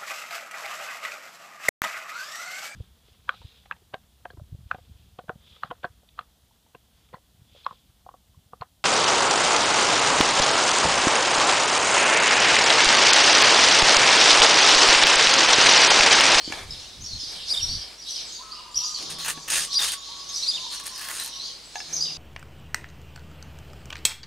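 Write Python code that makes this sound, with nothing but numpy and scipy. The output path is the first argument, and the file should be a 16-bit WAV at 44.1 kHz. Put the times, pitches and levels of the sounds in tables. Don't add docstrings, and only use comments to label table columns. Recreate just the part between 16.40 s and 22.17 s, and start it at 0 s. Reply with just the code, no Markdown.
import sys
import numpy as np
from scipy import signal
from scipy.fft import rfft, irfft, next_fast_len
from scipy.io import wavfile
from scipy.ndimage import uniform_filter1d

SR = 44100
rng = np.random.default_rng(int(sys.argv[2]) if len(sys.argv) > 2 else 0)


def generate_wav(sig):
    pcm = np.round(np.clip(np.atleast_2d(sig).T, -1, 1) * 32767).astype(np.int16)
    wavfile.write(sys.argv[1], SR, pcm)


def rack_gain(trim_db):
    fader = np.asarray(trim_db, float)
    return 10 ** (fader / 20)


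N = 254533


def rms_one(x):
    return x / np.sqrt(np.mean(x ** 2) + 1e-20)


def bandpass(x, order, low_hz, high_hz):
    return signal.sosfilt(signal.butter(order, [low_hz, high_hz], "band", fs=SR, output="sos"), x)


def level_in(x, low_hz, high_hz):
    part = bandpass(x, 4, low_hz, high_hz)
    return x / np.sqrt(np.mean(part ** 2))


def colour(x, spectrum):
    hz, level_db = np.transpose(spectrum)
    size = next_fast_len(N)
    grid = np.maximum(np.arange(size // 2 + 1) * SR / size, 1)
    gain = rack_gain(np.interp(np.log(grid), np.log(hz), level_db))
    return irfft(rfft(x, size) * gain, size)[..., :N]


def drift(rate_hz):
    r = np.exp(-2 * np.pi * rate_hz / SR)
    wander = signal.lfilter([1], [1, -2 * r, r * r], rng.standard_normal(N + SR))
    return rms_one(wander[SR:])


def swells(rows, column, rise_db_per_s, fall_db_per_s):
    t, rows = np.arange(0, N, 40) / SR, np.array(rows)
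    start, end = rows[:, :1], rows[:, :1] + rows[:, 1:2]
    loss_db = rise_db_per_s * np.maximum(start - t, 0) + fall_db_per_s * np.maximum(t - end, 0)
    power = rack_gain(2 * (rows[:, [column]] - loss_db)).sum(axis=0)
    return np.interp(np.arange(N) / SR, t, np.sqrt(power))


def resonances(x, modes):
    out = 0
    for k, (hz, width, level_db) in enumerate(modes):
        r = np.exp(-np.pi * width / SR)
        poles = [1, -2 * r * np.cos(2 * np.pi * hz / SR), r * r]
        ring = signal.lfilter([(1 - r * r) / 2, 0, (r * r - 1) / 2], poles, x)
        out = out + (-1) ** k * rack_gain(level_db) * ring
    return out


def grains(per_s, spread_db, smooth):
    sizes = rack_gain(spread_db * np.minimum(rng.exponential(1, N), 3)) * rng.choice([-1, 1], N)
    born = rng.random(N) < per_s / SR
    clumps = rack_gain(1.5 * np.clip(drift(60), -2, 2))
    return (rms_one(sizes * born) + smooth * rng.standard_normal(N)) * clumps


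def echoes(x, t60, side_db, first_s):
    t = np.arange(SR) / SR
    patches = rack_gain(3.5 * rng.standard_normal(SR // 100)).repeat(100)
    scatter = rng.standard_normal((2, SR)) * patches
    tail = scatter * rack_gain(-60 * t / t60) * np.clip(t / first_s, 0, 1)
    tail = tail / np.sqrt(np.sum(tail ** 2, axis=1, keepdims=True))
    mid, side = signal.fftconvolve(x[None], tail, axes=1)[:, :N]
    return mid + rack_gain(side_db) * side * [[1], [-1]]


def whistles(notes, overtone_db, flutter, burr):
    out = np.zeros((2, N))
    breath, shake = np.minimum(drift(135), 2.1), drift(263)
    chance = rng.random((len(notes), 2))
    for (start, length, first, middle, last, peak_db), (side, turn) in zip(notes, chance):
        at = round(max(start, 0) * SR)
        u = np.linspace(-1, 1, round(length * SR))[:N - at]
        now = slice(at, at + len(u))
        hz = middle + u * (last - first) / 2 + u ** 2 * ((first + last) / 2 - middle)
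        phase = 2 * np.pi * (np.cumsum(hz * (1 + burr * shake[now])) / SR + turn)
        tone = np.sin(phase) + rack_gain(overtone_db) * np.sin(2 * phase)
        shape = np.abs(np.cos(u * np.pi / 2)) ** 0.15 * rack_gain(peak_db + flutter * breath[now])
        pan = rack_gain(4 * (side - .5) * np.array([[1], [-1]]))
        out[:, now] += tone * shape * pan
    return out


# hz, level_db (per Hz)
AIR_SPECTRUM = [(15, -33), (25, -3.5), (53, -15.5), (94, -9), (308, -8), (800, -11), (1600, -13),
                (2500, -11), (4600, -4), (7000, -14), (10000, -19), (14600, -35.5), (15900, -24.5)]


def air():
    mid, side = colour(rng.standard_normal((2, N)), AIR_SPECTRUM)
    hum = rack_gain(-60.0) * np.sin(2 * np.pi * 49.5 * np.arange(N) / SR)
    bed = rms_one(mid + 0.41 * side * [[1], [-1]])
    return rack_gain(-47) * bed * rack_gain(.9 * drift(1.3)) + hum


# start_s, length_s, pitch_hz, peak_db
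RISING = [(.607, 0.037, 6400, -38), (.64, 0.036, 5636, -35), (.723, 0.032, 4230, -36.5),
          (1.076, 0.026, 5290, -31), (1.278, 0.046, 4500, -31.5), (1.614, 0.015, 4760, -39),
          (2.112, 0.045, 4880, -38.5), (2.344, 0.02, 5100, -31), (2.793, 0.017, 4070, -30.5),
          (3.329, 0.017, 5530, -28.5), (3.348, 0.018, 5550, -37), (3.718, 0.0097, 4250, -37),
          (3.815, 0.088, 2960, -57), (3.907, 0.083, 5370, -37.5), (4.024, 0.027, 4270, -28),
          (4.995, 0.057, 4300, -36), (5.378, 0.019, 5080, -33.5), (5.526, 0.02, 6210, -23)]
# start_s, length_s, pitch_hz, peak_db
ARCHED = [(0, 0.035, 4326, -38.5), (0, .07, 3150, -46.5), (.031, 0.029, 4700, -37),
          (1.205, 0.04, 5615, -27), (1.408, 0.029, 5200, -42.5), (1.579, 0.043, 5670, -41),
          (1.656, 0.055, 3920, -44), (1.923, 0.017, 6580, -38.5), (1.949, 0.017, 4670, -34),
          (2.158, 0.027, 2880, -47), (2.357, 0.024, 5756, -23.5), (2.436, 0.023, 4835, -29),
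          (1.312, 0.053, 4760, -37), (.396, .05, 5680, -51), (3.394, 0.034, 5640, -41),
          (3.19, 0.03, 4800, -36), (3.575, 0.035, 6830, -46), (3.852, 0.0097, 4420, -42),
          (3.887, 0.016, 6490, -33.5), (3.955, 0.022, 5920, -28.5), (3.985, 0.026, 5700, -33),
          (4.225, 0.02, 6750, -47), (4.518, 0.016, 5700, -38.5), (4.545, 0.038, 5120, -42),
          (4.793, 0.017, 4010, -36), (4.914, 0.055, 5760, -40.5), (5.033, 0.042, 4830, -36.5),
          (5.246, 0.03, 7800, -49), (5.355, 0.022, 6480, -35), (5.606, 0.023, 4940, -21),
          (2.312, 0.023, 7340, -47)]
# start_s, length_s, pitch_hz, peak_db
FALLING = [(.307, 0.015, 4920, -33.5), (.311, 0.029, 3850, -41), (.388, 0.019, 4180, -41),
           (.662, 0.088, 4400, -40), (.788, 0.068, 4960, -35.5), (1.688, 0.028, 6080, -35),
           (1.76, 0.013, 5150, -30.5), (2.436, 0.036, 6570, -36.5), (2.544, 0.022, 4430, -31),
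           (3.928, 0.062, 4840, -36), (4.291, 0.046, 4340, -39), (5.549, 0.034, 6130, -29),
           (5.556, 0.015, 5170, -33), (5.657, 0.031, 2980, -41), (5.636, 0.019, 4420, -40)]
# start_s (into the phrase), length_s, first_hz, middle_hz, last_hz, level_db
PHRASE = [
    (0, 0.024, 3460, 4200, 4400, -9.5),
    (0.012, .032, 4690, 4820, 4910, 2.5),
    (0.046, 0.017, 3740, 3694, 3340, -4),
    (.071, .03, 3450, 3670, 3600, -7.5),
    (.1, 0.0246, 3370, 3030, 2620, -17.5),
]
# start_s, level_db, closing_db (extra on the closing notes)
REPEATS = [
    (1.09, -21.5, 4.5),
    (3.343, -19.5, 1.5),
    (4.063, -22, 3.5),
]


def sparrows():
    bends = [(RISING, .9, 1.02), (ARCHED, .975, .99), (FALLING, 1.03, .9)]
    chirps = [(s, length, hz * first, hz, hz * last, peak_db)
              for notes, first, last in bends for s, length, hz, peak_db in notes]
    slurs = [(s + .7 * length, .035, last, last, .74 * last, peak_db - 9.5)
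             for s, length, first, middle, last, peak_db in chirps]
    yard = whistles(chirps + slurs, overtone_db=-27, flutter=5, burr=.02)
    phrases = [(at + s, length, first, middle, last, loud_db + level_db + closing_db * (s > .05))
               for at, loud_db, closing_db in REPEATS
               for s, length, first, middle, last, level_db in PHRASE]
    nearest = whistles(phrases, overtone_db=-22, flutter=3.5, burr=.01)
    wet = (rack_gain(-0.5) * yard + rack_gain(-7.0) * nearest).mean(axis=0)
    return rack_gain(-1.5) * yard + nearest + echoes(wet, t60=.52, side_db=-7.5, first_s=.003)


# start_s, length_s, level_db, centre_hz
FLOCK = [(0, 0.16, -33.5, 4900), (0.308, 0.24, -40.5, 4614), (0.668, 0.11, -37.5, 5176),
         (0.807, 0.25, -32, 4606), (1.078, 0.34, -31.5, 4633), (1.686, 0.13, -29.5, 4830),
         (1.888, 0.081, -35, 4900), (2.112, 0.12, -43, 4464), (2.375, 0.13, -33.5, 5110),
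         (2.573, 0.31, -31, 4730), (2.97, 0.062, -37.5, 5194), (3.12, 0.098, -26, 5210),
         (3.319, 0.18, -26.5, 4634), (3.63, 0.2, -34, 4790), (3.896, 0.3, -30.5, 4808),
         (4.221, 0.16, -30.5, 4896), (4.466, 0.24, -35, 4750), (4.784, 0.32, -33.5, 4806),
         (5.353, 0.24, -38, 5230), (5.53, 0.24, -39.5, 5490)]


def flock():
    s, length, level_db, centre = np.transpose(FLOCK)
    draw = rng.random((1100, 5))
    start = draw[:, 0] * (N / SR - .05)
    octaves = .7 * (draw[:, 1] + draw[:, 4] - 1.03)
    middle = np.interp(start, s + length / 2, centre) * 2 ** octaves
    first, last = middle * (1 - 0.1873 * draw[:, 3]), middle * (1 - 0.284 * draw[:, 2])
    notes = np.transpose([start, 0.01498 + 0.023 * draw[:, 2], first, middle, last, -6 * draw[:, 3]])
    chatter = whistles(notes, overtone_db=-26, flutter=3, burr=.03).mean(axis=0)
    blur = echoes(chatter, t60=0.21, side_db=-7, first_s=0.1)
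    crowding = np.sqrt(uniform_filter1d(np.mean(blur ** 2, axis=0), size=SR // 8) + 1e-4)
    hiss = [(5500, -12), (7200, 1), (10000, 1.0), (13000, -43)]
    breath = rms_one(colour(rng.standard_normal(N), hiss))
    bouts = swells(FLOCK, column=2, rise_db_per_s=340, fall_db_per_s=137)
    return bouts * (rack_gain(-5.5) * blur / crowding + rack_gain(-26.0) * breath)


# start_s, length_s, rustle_db, fine_hiss_db
RUMMAGE = [(0, 0.015, -52.5, -62), (.125, 0.077, -42, -52.5), (.3, 0.13, -58.5, -60.5),
           (.92, 0.042, -49.5, -52), (1.12, 0.032, -48.5, -42), (1.23, 0.076, -53.5, -51),
           (1.39, 0.14, -54, -60), (1.51, 0.023, -69, -76), (1.68, 0.062, -85, -51),
           (1.79, 0.094, -53, -65), (2.36, 0.14, -84, -52.5), (2.95, 0.14, -63, -58),
           (3.93, 0.2, -58.5, -50), (4.15, 0.069, -56.5, -80), (5.51, 0.024, -50.5, -53.5)]
# hz, level_db (per Hz)
RUSTLE_SPECTRUM = [(250, -3), (500, 2), (1000, -0.5), (2000, -3), (3500, -6.5), (7000, -30)]
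# pitch_hz, level_db, t60_s
JUG = [(735, 5, 0.16), (815, 6, 0.16), (900, 1, 0.06), (1700, 14, 0.045), (2300, 14, 0.025),
       (2690, 11, 0.05), (3480, 12, 0.028), (4500, 9, 0.02), (6500, 3, .05)]


def rummaging():
    touch = grains(1500, 3.3, smooth=2.04)
    body = resonances(touch, [(hz, 120.0, level_db) for hz, level_db, t60 in JUG])
    rustle = level_in(colour(touch + rack_gain(-5.0) * body, RUSTLE_SPECTRUM), 1070, 3100)
    fine = colour(touch, [(5000, -18), (8000, 5.0), (11000, -2.0), (15500, -30)])
    fine = level_in(fine, 11600, 18500)
    rustle_moves = swells(RUMMAGE, column=2, rise_db_per_s=264, fall_db_per_s=165)
    fine_moves = swells(RUMMAGE, column=3, rise_db_per_s=304, fall_db_per_s=128.5)
    return rustle_moves * rustle + rack_gain(-13.5) * fine_moves * fine


# start_s, peak_db, low_share_db, hollow_db (extra on the jug's hollow ring)
KNOCKS = [
    (.077, -24, 0.5, 0),
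    (.102, -27.5, 0, 1),
    (.1225, -14, -33, -1),
    (.833, -38, 4, 0),
    (2.975, -24.5, -17, -1),
    (5.3555, -18, -75, 7),
    (5.4025, -22, -66, -2),
]


def knocks():
    out, t = np.zeros(N), np.arange(SR // 5) / SR
    chance = rng.standard_normal((len(KNOCKS), len(JUG)))
    crack = bandpass(rng.standard_normal((len(KNOCKS), len(t))), 3, 900, 6500)
    contact = np.minimum(t / .001, 1)
    thud = np.sin(2 * np.pi * 270 * t) * rack_gain(-60 * t / 0.031)
    for k, (s, peak_db, low_db, hollow_db) in enumerate(KNOCKS):
        rings = 0
        for (hz, level_db, t60), c in zip(JUG, chance[k]):
            ring_db = level_db + 2 * c + hollow_db * (hz < 1e3) - 60 * t / t60
            rings = rings + rack_gain(ring_db) * np.sin(2 * np.pi * hz * t)
        bright = rings / np.abs(rings).max() + .7 * crack[k] * rack_gain(-60 * t / .018)
        share = np.clip(rack_gain(low_db / 2), 0, 1)
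        hit = rack_gain(peak_db) * contact * ((1 - share) * bright + share * thud)
        at = round(s * SR)
        out[at:at + len(t)] += hit[:N - at]
    return out


# start_s, length_s, level_db
GUSTS = [
    (.08, 0.035, -49),
    (.24, 0.25, -43.5),
    (.63, 0.15, -42),
    (.9, 0.29, -56.5),
    (1.18, 0.048, -46),
    (1.3, 0.033, -35),
    (1.36, 0.023, -38),
    (2.33, 0.078, -53),
]


def wind():
    rumble = [(15, -7), (35, -0.5), (90, -1.5), (200, -12.5), (500, -35.5), (2000, -80)]
    mid, side = colour(rng.standard_normal((2, N)), rumble)
    ports = mid + .2 * side * [[1], [-1]]
    lumps = rack_gain(4.1 * drift(4.8))
    return swells(GUSTS, column=2, rise_db_per_s=169, fall_db_per_s=303) * rms_one(lumps * ports)


# start_s, length_s, peak_db, sharp_hz (above the usual pitch)
UPPER_STEPS = [(2.017, 0.099, -52, -1), (2.126, 0.024, -43, -3), (2.24, 0.11, -56.5, 0),
               (2.411, 0.092, -49, 73), (2.57, 0.1, -53, 1), (2.77, 0.12, -48, -1.5),
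               (2.96, 0.15, -58.5, -6), (3.07, 0.13, -52, 11.5), (3.28, 0.11, -49, 4),
               (3.53, 0.063, -47, 1), (3.64, 0.057, -64, -13), (3.75, 0.09, -49.5, 0),
               (4.021, 0.049, -55.5, -11), (4.16, 0.11, -53, -92), (4.31, 0.087, -54, 24),
               (4.41, 0.069, -48.5, 10), (4.5, 0.065, -52.5, -88), (4.62, 0.13, -53, -39.5),
               (4.75, 0.11, -58, -36.5), (4.89, 0.11, -56.5, -23), (5.05, .1, -76, -16)]
# start_s, peak_db
LOWER_STEPS = [
    (1.991, -47),
    (2.174, -48),
    (2.257, -49),
    (2.408, -47),
    (2.97, -57),
    (3.687, -50.5),
    (4.139, -60),
    (4.235, -49.5),
    (4.854, -54),
]


def low_bird():
    begin = LOWER_STEPS[0][0]

    def tiring(s, fresh_hz, tired_hz, tiring_s):
        return tired_hz + (fresh_hz - tired_hz) * np.exp((begin - s) / tiring_s)

    upper = [(s, length, sharp + tiring(s, 1308, 1119, 0.24), -.008, peak_db)
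             for s, length, peak_db, sharp in UPPER_STEPS]
    lower = [(s, 0.047, tiring(s, 1033, 933, 0.81), .07, peak_db) for s, peak_db in LOWER_STEPS]
    notes = [(s, length, hz * (1 - bend), hz, hz * (1 + bend), peak_db)
             for s, length, hz, bend, peak_db in upper + lower]
    calls = whistles(notes, overtone_db=-42, flutter=3, burr=.009)
    return rack_gain(2.0) * calls + rack_gain(1.0) * echoes(calls.mean(axis=0), 1.0, side_db=-3.5, first_s=0.0054)


# start_s, length_s, hiss_db, crunch_db
STROKES = [(2.58, 0.054, -66, -59), (2.70, 0.026, -54.5, -49.5), (2.785, 0.034, -63, -47.5),
           (2.815, 0.028, -61, -44), (2.848, 0.016, -51, -33.5), (2.882, 0.02, -43.5, -32.5),
           (3.082, 0.0034, -50.5, -35), (3.101, 0.0094, -42.5, -37), (3.119, 0.021, -41, -36),
           (3.156, 0.027, -40.5, -35), (3.197, 0.018, -45.5, -44), (3.219, 0.031, -47, -45.5),
           (3.33, 0.02, -59.5, -66), (3.388, 0.048, -55, -35.5), (3.418, 0.069, -45, -38.5),
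           (3.512, 0.026, -47.5, -44), (4.305, 0.01, -63, -63), (4.325, 0.032, -54, -50),
           (4.395, 0.0062, -58.5, -47.5), (4.437, .006, -60, -51), (4.457, 0.022, -55, -46),
           (4.50, 0.067, -64.5, -57), (4.58, 0.015, -60, -43), (4.61, 0.066, -62.5, -42),
           (4.682, 0.035, -60, -36), (4.725, 0.1, -54, -46), (4.848, 0.035, -58, -53)]
# pitch_hz, width_hz, level_db
BLADE = [(6600, 250, -3), (8610, 130, 2), (10940, 130, 2), (13300, 110, 13), (15550, 200, 24)]
# pitch_hz, width_hz, level_db
TOAST = [(879, 50, 8), (1390, 29, 5), (1740, 175, 11), (1964, 550, -3), (2630, 400, 9.5), (2980, 160, -5)]
# hz, level_db (per Hz)
HISS_SPECTRUM = [(1500, -11), (2600, 0.5), (4200, 0.5), (6800, -1), (9000, 2), (11000, -8.5), (12500, -16),
                 (15900, -58.5)]
# hz, level_db (per Hz)
CRUNCH_SPECTRUM = [(300, -4.5), (600, 4), (1200, 16), (2000, 16.5), (3500, -67), (7000, 7.5)]


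def spreading():
    bite_db_per_s = 3500
    pressure = swells(STROKES, column=2, rise_db_per_s=bite_db_per_s, fall_db_per_s=714)
    crushing = swells(STROKES, column=3, rise_db_per_s=bite_db_per_s, fall_db_per_s=600)
    skimming = 1 / (1 + pressure / rack_gain(-47))
    ticks = grains(330, 1.2, smooth=0) * 1.15 * skimming
    chatter = rack_gain(1.9 * drift(55))
    edge = grains(4000, 2.4, smooth=.9) * (1 - .6 * skimming) * chatter + ticks
    crumbs = grains(1600, 3.0, smooth=.6) * chatter
    blade = rack_gain(7 + 5 * skimming) * resonances(edge, BLADE)
    hiss = level_in(colour(edge + blade, HISS_SPECTRUM), 11500, 15000)
    both = crumbs + 2.6 * edge
    slice_tones = sum(rack_gain(4 * drift(9)) * resonances(both, [mode]) for mode in TOAST)
    crunch = level_in(colour(both, CRUNCH_SPECTRUM) + rack_gain(7.5) * slice_tones, 620, 3300)
    return pressure * hiss + crushing * crunch + snaps()


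# start_s, length_s, hum_db, rub_db
TABLE = [
    (2.61, 0.14, -98, -45.5),
    (2.73, 0.037, -55.5, -52),
    (2.9, 0.071, -54.5, -52.5),
    (3.08, 0.19, -68, -54.5),
    (5.52, 0.072, -58.5, -49),
    (5.65, 0.14, -53.5, -51.5),
]


def table():
    rub = rng.standard_normal(N)
    hum = rms_one(resonances(resonances(rub, [(156, 15, 0)]), [(156, 13, 0)]))
    drag = colour(rub, [(120, -24.0), (220, -20.0), (600, -23), (1200, -26), (4000, -65)])
    drag = level_in(drag, 200, 900)
    hum_presses = swells(TABLE, column=2, rise_db_per_s=152, fall_db_per_s=76)
    rub_presses = swells(TABLE, column=3, rise_db_per_s=313, fall_db_per_s=128)
    return hum_presses * hum + rack_gain(-4) * rub_presses * drag


# start_s, peak_db
SNAPS = [(2.7062, -38), (2.7875, -30), (2.814, -35), (2.884, -25), (2.92, -25), (2.9334, -31),
         (3.0824, -28), (3.103, -17), (3.1733, -13), (3.3897, -30), (3.4055, -28), (3.5198, -13),
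         (4.3131, -34), (4.3266, -38), (4.3324, -39), (4.3974, -36), (4.4368, -32), (4.4634, -25),
         (4.4677, -21), (4.5294, -45), (4.5585, -38), (4.579, -24), (4.595, -24), (4.6139, -36),
         (4.631, -26.5), (4.6458, -27), (4.673, -30), (4.687, -18), (4.7066, -23), (4.7145, -36),
         (4.7414, -38), (4.7614, -30), (4.7744, -27), (4.7995, -25), (4.7995, -19), (4.8125, -33),
         (4.8356, -18), (4.8466, -19), (4.8614, -20), (4.8766, -25)]


def snaps():
    out, t = np.zeros(N), np.arange(SR // 100) / SR
    bursts = rng.standard_normal((len(SNAPS), len(t))) * rack_gain(-60 * t / .0035)
    for (s, peak_db), burst in zip(SNAPS, bursts):
        at = round(s * SR)
        out[at:at + len(t)] += rack_gain(peak_db) * burst
    out = out + resonances(out + 1e-18, [(hz, width, 14) for hz, width, level_db in BLADE[1:4]])
    return rack_gain(-2) * bandpass(out, 2, 2500, 12500)


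def scene():
    near = spreading() + rummaging() + table() + knocks()
    placed = near * rack_gain(np.array([[.3], [-.3]]))
    near = placed + rack_gain(-9.5) * echoes(near, 0.07, side_db=-3, first_s=0.012)
    return near + sparrows() + flock() + low_bird() + wind() + air()


def band_limit(x):
    return signal.sosfilt(signal.butter(12, 15870, fs=SR, output="sos"), x)


def record(dry):
    top = signal.cheby2(14, 60, 16350, fs=SR, output="sos")
    mix = signal.sosfilt(top, dry)
    return band_limit(mix)


dry = scene()
out = record(dry)
generate_wav(out)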